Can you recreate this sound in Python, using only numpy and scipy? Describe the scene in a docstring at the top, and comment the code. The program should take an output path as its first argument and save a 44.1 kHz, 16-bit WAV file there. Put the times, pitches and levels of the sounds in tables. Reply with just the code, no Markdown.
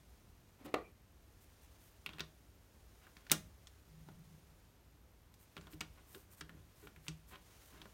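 """A lathe stands still in a small workshop, amid faint room rumble and the rustle of a sleeve. Something
scuffs over wood and is set down with a knock. Fingers slide on a steel key and fit it into the chuck;
each contact rings the steel. The key takes up the slack and frees the chuck with a sharp clack that
shakes the bed. It is then turned in short strokes, scroll and jaws clicking and scraping as they stick
and slip, and at last a small metal part is drawn out."""
import sys
import numpy as np
from scipy import signal
from scipy.fft import rfft, irfft
from scipy.io import wavfile

SR = 44100
rng = np.random.default_rng(int(sys.argv[2]) if len(sys.argv) > 2 else 0)


def store_wav(level_fs):
    """Save 16-bit WAV to argv[1]."""
    pcm = np.round(np.clip(np.atleast_2d(level_fs), -1, 1) * 32767)
    wavfile.write(sys.argv[1], SR, pcm.T.astype(np.int16))


N = 349713
TIME = np.arange(N) / SR
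TAIL = np.arange(SR // 2) / SR  # time axis of an impulse response

# Levels in the tables are relative; the functions apply further gains.
# hum of the workshop: pitch_hz, level_db
HUM = [(69, -83.5), (98.5, -74)]
# spectrum of the room's rumble and hiss: frequency_hz, level_db
AIR_SPECTRUM = [(20, -42), (33, -11.5), (48, -1.5), (70, 0.5), (85, -7.5), (110, -10.5), (170, -13.5),
                (300, -17), (640, -23.5), (1700, -30), (4800, -36.5), (8600, -39.5), (10400, -41),
                (13000, -35.5), (16000, -45)]
# spectrum of a faint electrical tick: frequency_hz, level_db
TICK_SPECTRUM = [(9500, -34), (11500, 10), (16000, -2)]
# dull thuds under the work: start_s, length_s, level_db
THUDS = [(3.32, 0.36, -60.5), (5.68, 0.31, -58.5), (6.53, .14, -56)]
# spectrum of the thuds: frequency_hz, level_db
THUD_SPECTRUM = [(25, -26.5), (42, -12), (60, 7.5), (105, -2), (140, -44.5), (400, -49.5)]
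# movement of the arm, as the strength of its rustle: time_s, level_db
ARM_MOVEMENT = [(0.0, -78.5), (1.04, -81.5), (1.63, -77), (2.63, -79.5), (3.03, -77), (3.84, -78.5),
                (4.39, -78), (4.82, -81), (5.32, -81.5), (5.56, -78), (6.29, -79), (6.4, -80.5),
                (6.85, -77), (6.96, -79), (7.09, -78), (7.35, -79.5), (7.53, -72), (7.93, -76)]
# spectrum of rubbing cloth: frequency_hz, level_db
CLOTH_SPECTRUM = [(150, -19.5), (300, 3), (700, 2.5), (1500, 0), (4500, -4), (6800, -3), (8000, -8),
                  (9400, -3), (10500, -9), (13000, -7), (16000, -8)]
# bright hiss of the scuff on wood (first row), then of fingers on key and part:
# start_s, length_s, level_db
SLIDES = [(.64, 0.034, -62), (1.4, 0.055, -67), (1.61, .057, -70.5), (1.77, 0.18, -71),
          (5.38, 0.082, -68.5), (5.7, 0.055, -62.5), (6.05, 0.2, -63.5), (6.3, 0.065, -64),
          (6.36, 0.061, -64), (6.73, 0.18, -69.5), (7.02, 0.077, -68), (7.27, 0.07, -64), (7.6, 0.13, -68)]
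# spectrum of that sliding hiss: frequency_hz, level_db
SLIDE_SPECTRUM = [(300, -21), (1000, 1.5), (5000, -5), (9000, 1.5), (10500, -1.5), (14000, 4), (16000, -4)]

# scuffs on the wood before the knock: start_s, length_s, level_db
SCUFFS = [(.58, 0.077, -62.5), (.645, 0.029, -50), (.66, 0.048, -54.5), (.705, 0.04, -63)]
# spectrum of the scuffs: frequency_hz, level_db
SCUFF_SPECTRUM = [(60, -27), (170, 2.5), (280, 8), (450, -2.5), (950, -4.5), (1600, -12.5), (2450, -11),
                  (3500, -17), (6000, -26), (15000, -35)]
# spectrum of the impact on wood: frequency_hz, level_db
WOOD_CRACK_SPECTRUM = [(50, -4), (170, -1.5), (280, 9), (450, 13), (750, 8.5), (900, 2), (1200, 12),
                       (1600, -5.5), (1950, 5.5), (3000, -5), (4300, -8), (5000, -16), (6200, -17),
                       (15000, -25)]
# modes of the wood: pitch_hz, level_db, t60_s
WOOD_MODES = [(290, 4, 0.12), (380, -20, 0.21), (493, 0, 0.2), (540, -3, 0.058), (604, -3, 0.085),
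              (755, -9, 0.22), (1016, -15, .09), (1160, -2, 0.051), (1260, -7, 0.046), (1950, 0, 0.083),
              (2140, -12, 0.17), (2720, 0, 0.082), (3000, -9, 0.067)]
# thin ring after the knock: start_s, length_s, level_db
THIN_RING = [(.78, 0.14, -69.5)]
# spectrum of the thin ring: frequency_hz, level_db
THIN_RING_SPECTRUM = [(1500, -45), (2250, -18), (2370, -5), (2470, -13), (2600, -25), (4000, -54)]
# reverberation time of the workshop: frequency_hz, t60_s
ROOM_DECAY = [(150, 0.5), (500, 0.21), (2500, 0.2449), (7000, 0.22), (14000, 0.3)]
# strength of its reflections: frequency_hz, level_db
ROOM_SPECTRUM = [(150, -4.5), (500, -1.5), (1400, -6.5), (3000, -11.5), (7000, -11.5), (14000, -22.5)]

# steel striking steel: start_s, pitch_hz, level_db, weight_db, corner_hz, bed_shake_db
STEEL_CONTACTS = [(2.062, 2780, -6.5, -15, 3170, -61), (2.0915, 2570, -22, 5, 3620, -63.5),
                  (2.1337, 3620, -25.5, -6, 3880, -68), (2.184, 2520, -19.5, -1, 3180, -80),
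                  (2.195, 2620, -10, -12.5, 3300, -56), (2.2051, 3650, -11.5, 3.5, 5060, -56.5),
                  (3.068, 1580, -27, 5, 2380, -76), (3.168, 2260, -28.5, 5.5, 4700, -79),
                  (3.267, 1700, -29, 3, 4300, -77), (3.298, 1760, -15.5, -11, 4700, -57),
                  (3.3093, 1530, -10, -6, 3500, -45.5), (3.316, 9720, 4.5, -1, 17000, -45),
                  (3.671, 3440, -27.5, -7, 8000, -90), (4.087, 900, -32.5, 15.5, 4000, -72),
                  (5.3403, 3650, -38, -1, 15100, -78), (5.567, 2500, -20.5, 8.5, 3700, -60),
                  (5.578, 3080, -22.5, 4.5, 3200, -61), (5.611, 4460, -33.5, 6, 6800, -71),
                  (5.67, 3440, -28.5, 12, 3600, -65), (5.7325, 2740, -30, 4, 4770, -58),
                  (5.8072, 4940, -14.5, -5, 8000, -66), (5.811, 2730, -8.5, -4, 3240, -54),
                  (6.1474, 1680, -22.5, 2, 3800, -63.5), (6.409, 5800, -24.5, -3, 8500, -80),
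                  (6.4116, 1690, -18, 3.5, 4410, -55.5), (6.4938, 1820, -23.5, 1.5, 3000, -67),
                  (6.871, 2380, -22.5, 3, 3080, -80), (6.962, 2460, -25, -10, 2520, -65),
                  (7.0667, 2290, -29, 1, 3200, -72), (7.0754, 2230, -28, -4, 3200, -72),
                  (7.0821, 2660, -13, -3.5, 7600, -49.5), (7.357, 3120, -26.5, -5, 3850, -69.5),
                  (7.8166, 3300, -24, 1, 4500, -74), (7.856, 1940, -33.5, 19.5, 3900, -81)]
# spectrum of a hard contact, and how much weight adds to it: frequency_hz, level_db, weight_share
BLOW_SPECTRUM = [(40, -37, 1), (110, -20.5, 0.93), (200, 4.5, 0.89), (330, 0, 0.9), (415, -2.5, 0.81),
                 (600, -9, 1), (1000, -1.5, 0.62), (1430, 0.5, 0.58), (2100, -1.5, 0), (3600, 0.5, 0),
                 (4900, 0.5, 0.04), (7150, 0.5, 0.42), (8800, 0.5, 0.13), (10620, -4, 0.19),
                 (13200, 0, 0.082), (16000, -2, 0.31)]
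# modes of chuck and key: pitch_hz, level_db, t60_s
CHUCK_MODES = [(624, -5, .45), (1052, -0.5, 0.13), (1368, 2.5, 0.087), (1455, 3.5, .09),
               (1607, -3.5, 0.064), (1874, -4, .13), (2294, 7.5, 0.059), (2840, -2, .14), (3150, -3, 0.11),
               (3320, -4, .1), (3760, -6.5, 0.11), (4620, -6, .11), (4690, -3, .07), (5190, -7, 0.13),
               (5800, -3, 0.15), (7300, -12, .1), (8500, 2.5, 0.078), (9620, -22, 0.11)]
# modes of the lathe bed swaying on its stand: pitch_hz, level_db, t60_s
BED_MODES = [(67.5, -13, .5), (158.1, -0.5, 0.29), (193, -7.5, 0.11), (311, -4, 0.14), (396, -6.5, 0.1),
             (457, -11.5, 0.055)]
# strokes of the hand on the key and the part: start_s, length_s, rock_db, groan_db, scrape_db
HAND_STROKES = [(2.07, .14, -64.5, -69, -66), (3.0, .07, -77, -87, -69), (3.13, .16, -77, -88, -76),
                (5.58, .11, -61, -73, -74), (5.71, 0.075, -55, -67, -72), (5.95, 0.077, -71.5, -73, -67),
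                (6.137, 0.044, -70, -56.5, -71), (6.48, 0.15, -61.5, -67.5, -78),
                (6.816, 0.052, -64, -58, -68.5), (7.301, .072, -64, -66.5, -58),
                (7.69, .17, -66.5, -66.5, -64.5)]
# spectrum of scraping steel: frequency_hz, level_db
SCRAPE_SPECTRUM = [(40, -40), (150, -24.5), (500, 2.5), (1400, 5.5), (2700, 3.5), (3800, -1), (5000, -11),
                   (15000, -19.5)]


def from_db(db):
    """Amplitude grows tenfold for every 20 dB."""
    return 10 ** (np.asarray(db) / 20)


def unit_rms(x):
    """Normalisation to a mean power of 1."""
    return x / np.sqrt(np.mean(x ** 2) + 1e-20)


def unit_energy(x):
    """Normalisation to the energy of a unit impulse."""
    return x / np.sqrt(np.sum(x ** 2) + 1e-20)


def at_hz(points, hz):
    """Interpolation on a logarithmic frequency axis."""
    known_hz, values = np.transpose(points)
    return np.interp(np.log(np.maximum(hz, 1)), np.log(known_hz), values)


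def add(out, start_s, sound):
    """Superposition: a sound adds to those already present."""
    start = int(np.clip(round(start_s * SR), 0, N - 1))
    out[start:start + len(sound)] += sound[:N - start]


def coloured(x, spectrum, size=4096):
    """Minimum-phase filtering shapes the spectrum causally: nothing sounds before its onset."""
    hz = np.arange(size // 2 + 1) * SR / size
    cepstrum = irfft(np.log(from_db(at_hz(spectrum, hz))))
    cepstrum[1:size // 2] *= 2
    cepstrum[size // 2 + 1:] = 0
    response = irfft(np.exp(rfft(cepstrum)))
    return signal.fftconvolve(x, response)[:len(x)]


def noise(spectrum):
    """Filtered white noise takes on the spectrum of the filter; its rms is 1."""
    return unit_rms(coloured(rng.standard_normal(N), spectrum))


def swell(length_s):
    """A half-sine envelope rises and falls smoothly."""
    return np.sqrt(np.hanning(max(int(length_s * SR), 2)))


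def swells(rows):
    """Swells (start_s, length_s, level_db) sum to one amplitude envelope."""
    gain = np.zeros(N)
    for start_s, length_s, level_db in rows:
        add(gain, start_s, from_db(level_db) * swell(length_s))
    return gain


def decay(t, t60_s):
    """Damping is exponential: the level falls 60 dB in t60_s."""
    return np.exp(-np.log(1000) * t / t60_s)


def ring(modes, spread_db):
    """Free vibration is a sum of damped sinusoids, here scattered in strength and sign."""
    hz, level_db, t60_s = np.transpose(modes)[:, :, None]
    gain = from_db(level_db + spread_db * rng.standard_normal(hz.shape))
    sign = rng.choice([-1, 1], hz.shape)
    return np.sum(gain * sign * decay(TAIL, t60_s) * np.sin(2 * np.pi * hz * TAIL), axis=0)


def crack(hold_s, t60_s, size=2048):
    """Modal overlap: just after a blow, countless damped modes merge into a broadband burst."""
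    fade = decay(np.maximum(TAIL[:size] - hold_s, 0), t60_s)
    burst = rng.standard_normal(size) * fade
    for _ in range(2):  # flatten the spectrum, then restore the decay
        flat = irfft(np.exp(1j * np.angle(rfft(burst))))
        burst = flat * np.sqrt(fade)
    return unit_energy(np.pad(burst, (0, len(TAIL) - size)))


def background(air_db, first_tick_s, tick_period_s, tick_db):
    """Ambient sound is a superposition: rumble and hiss, hum, electrical ticking and a few dull thuds."""
    air = from_db(air_db) * noise(AIR_SPECTRUM)
    hum = sum(from_db(db) * np.sqrt(2) * np.sin(2 * np.pi * hz * TIME) for hz, db in HUM)
    tick_times = np.arange(first_tick_s, TIME[-1], tick_period_s)
    impulses = np.zeros(N)
    impulses[(tick_times * SR).astype(int)] = from_db(tick_db)
    thuds = swells(THUDS) * noise(THUD_SPECTRUM)
    return air + hum + coloured(impulses, TICK_SPECTRUM) + thuds


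def flutter(depth_db, per_s):
    """Uneven friction modulates the amplitude at random."""
    knots = np.arange(0, TIME[-1] + 1, 1 / per_s)
    return from_db(depth_db * np.interp(TIME, knots, rng.standard_normal(len(knots))))


def rustling(sleeve_db, rest_db):
    """Sliding friction hisses: the sleeve rustles; the scuff on wood and the fingers flutter faster."""
    arm = from_db(np.interp(TIME, *np.transpose(ARM_MOVEMENT)))
    moving = np.sqrt(np.maximum(arm ** 2 - from_db(rest_db) ** 2, 0))  # only power above rest sounds
    sleeve = from_db(sleeve_db) * moving * noise(CLOTH_SPECTRUM)
    slides = swells(SLIDES) * noise(SLIDE_SPECTRUM)
    return sleeve * flutter(depth_db=1.23, per_s=110) + slides * flutter(depth_db=3.0, per_s=480)


def wooden_knock(knock_s, level_db, ring_db):
    """Impact excitation: after a few scuffs, a blow sets the wood's modes ringing; a thin ring follows.
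    Returns the direct sound and the part sent into the room."""
    radiated = swells(SCUFFS) * noise(SCUFF_SPECTRUM)
    impact = coloured(crack(hold_s=0.0045, t60_s=0.016), WOOD_CRACK_SPECTRUM)
    add(radiated, knock_s, from_db(level_db) * impact)
    direct = radiated + swells(THIN_RING) * noise(THIN_RING_SPECTRUM)
    resonance = unit_energy(ring(WOOD_MODES, spread_db=-5.0))
    add(direct, knock_s, from_db(level_db + ring_db) * resonance)
    return direct, radiated


def reverberation(x, build_s, bands=9):
    """Reflections off nearby clutter build into a diffuse field that lingers longest in the bass."""
    hz = np.fft.rfftfreq(len(TAIL), 1 / SR)
    centres = np.geomspace(100, 16000, bands)
    white = rfft(rng.standard_normal(len(TAIL)))
    onset = 1 - np.exp(-(TAIL / build_s) ** 2)
    response = 0
    for centre, weights in zip(centres, np.eye(bands)):
        band = irfft(white * at_hz(np.c_[centres, weights], hz), len(TAIL))
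        envelope = unit_energy(onset * decay(TAIL, at_hz(ROOM_DECAY, centre)))
        response += band * envelope * from_db(at_hz(ROOM_SPECTRUM, centre))
    return signal.fftconvolve(x, response)[:N]


def steel_contacts(ring_db, bed_db, note_db, note_t60_s, bed_build_s, snap_db, radiated_db):
    """Impacts excite the touched part, chuck and bed. Weight fills in the bass; a harder contact has
    a higher corner frequency. Returns the direct sound and the part sent into the room."""
    roll_off_db_per_octave, floor_db, touch_db = 21.5, -22, -23
    direct, radiated = np.zeros((2, N))
    blow_hz, blow_db, weight_share = np.transpose(BLOW_SPECTRUM)
    for start_s, pitch_hz, level_db, weight_db, corner_hz, shake_db in STEEL_CONTACTS:
        hard_db = blow_db + weight_share * weight_db
        softening_db = np.clip(-roll_off_db_per_octave * np.log2(blow_hz / corner_hz), floor_db, 0)
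        spectrum = np.c_[blow_hz, hard_db + softening_db]
        # the touched part has a short note of its own
        note = from_db(note_db) * unit_energy(ring([(pitch_hz, 0, note_t60_s)], spread_db=0))
        # the first touch leaves a faint, bright tick, then the shock spreads through the steel
        snap = crack(hold_s=0.0012, t60_s=0.0096)
        touch = from_db(touch_db) * coloured(snap, np.c_[blow_hz, hard_db])
        shock = unit_energy(from_db(snap_db) * snap + crack(hold_s=0.0025, t60_s=0.064))
        blow = from_db(level_db) * (touch + coloured(shock + note, spectrum))
        resonance = unit_energy(ring(CHUCK_MODES, spread_db=0.5))
        chuck = from_db(level_db + ring_db) * coloured(resonance, spectrum)
        # the heavy bed takes a few cycles to get moving
        onset = 1 - np.exp(-TAIL / bed_build_s)
        bed = from_db(shake_db + bed_db) * ring(BED_MODES, spread_db=5.0) * onset
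        add(direct, start_s, blow + chuck + bed)
        add(radiated, start_s, from_db(radiated_db) * blow)
    return direct, radiated


def scraping(slips_per_s, spread_db, ring_db):
    """Stick-slip friction: rough steel catches and lets go in tiny impulses that excite the chuck."""
    slips = (rng.random(N) < slips_per_s / SR) * rng.choice([-1, 1], N)
    strength = from_db(spread_db * np.minimum(rng.exponential(1, N), 4))
    click = crack(hold_s=0.001, t60_s=0.087)
    chuck = from_db(ring_db) * unit_energy(ring(CHUCK_MODES, spread_db=-6.0))
    grit = signal.fftconvolve(slips * strength, click + chuck)[:N]
    sliding = swells([(start_s, length_s, db) for start_s, length_s, _, _, db in HAND_STROKES])
    return sliding * unit_rms(coloured(grit, SCRAPE_SPECTRUM))


def rumble(modes, length_s):
    """Forced vibration: a random force swells and fades on a set of modes; rms about 1 at its height."""
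    envelope = swell(length_s)
    force = envelope * rng.standard_normal(len(envelope))
    vibration = signal.fftconvolve(force, ring(modes, spread_db=2.5))
    return np.sqrt(len(force) / 2) * unit_energy(vibration)


def bed_rocking(t60_scale, groan_above_hz, grip_s, grip_length_s, grip_db):
    """Damped resonance: hand pressure drives the bed's low modes, scroll friction the higher ones."""
    low = [(hz, db, t60_s * t60_scale) for hz, db, t60_s in BED_MODES if hz < groan_above_hz]
    high = [(hz, db, t60_s * t60_scale) for hz, db, t60_s in BED_MODES if hz >= groan_above_hz]
    out = np.zeros(N)
    # the other hand takes hold of the part and leans on the bed
    add(out, grip_s, from_db(grip_db) * rumble(low, grip_length_s))
    for start_s, length_s, rock_db, groan_db, _ in HAND_STROKES:
        add(out, start_s, from_db(rock_db) * rumble(low, length_s))
        add(out, start_s, from_db(groan_db) * rumble(high, length_s))
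    return out


def scene():
    """Direct sound and reverberation superpose at one listening point."""
    steel, steel_radiated = steel_contacts(ring_db=-12.0, bed_db=5.5, note_db=-9.0, note_t60_s=0.0093,
                                           bed_build_s=0.0084, snap_db=-3.5, radiated_db=-1.94)
    wood, wood_radiated = wooden_knock(knock_s=0.7408, level_db=-2, ring_db=-8.5)
    scrapes = scraping(slips_per_s=1000, spread_db=4.0, ring_db=-12.5)
    room = reverberation(steel_radiated + wood_radiated + scrapes, build_s=0.0058)
    bed = bed_rocking(t60_scale=0.78, groan_above_hz=250, grip_s=3.8, grip_length_s=0.75, grip_db=-59.5)
    rustle = rustling(sleeve_db=7.5, rest_db=-82.5)
    ambience = background(air_db=-64.5, first_tick_s=0.0972, tick_period_s=0.10245, tick_db=-53)
    return (ambience + rustle + wood + room + steel + scrapes + bed)[None]


def record(dry):
    """An elliptic low-pass filter cuts the highest treble steeply."""
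    cutoff_hz = 16100
    return signal.sosfilt(signal.ellip(10, .3, 70, cutoff_hz, fs=SR, output="sos"), dry)


dry = scene()
out = record(dry)
store_wav(out)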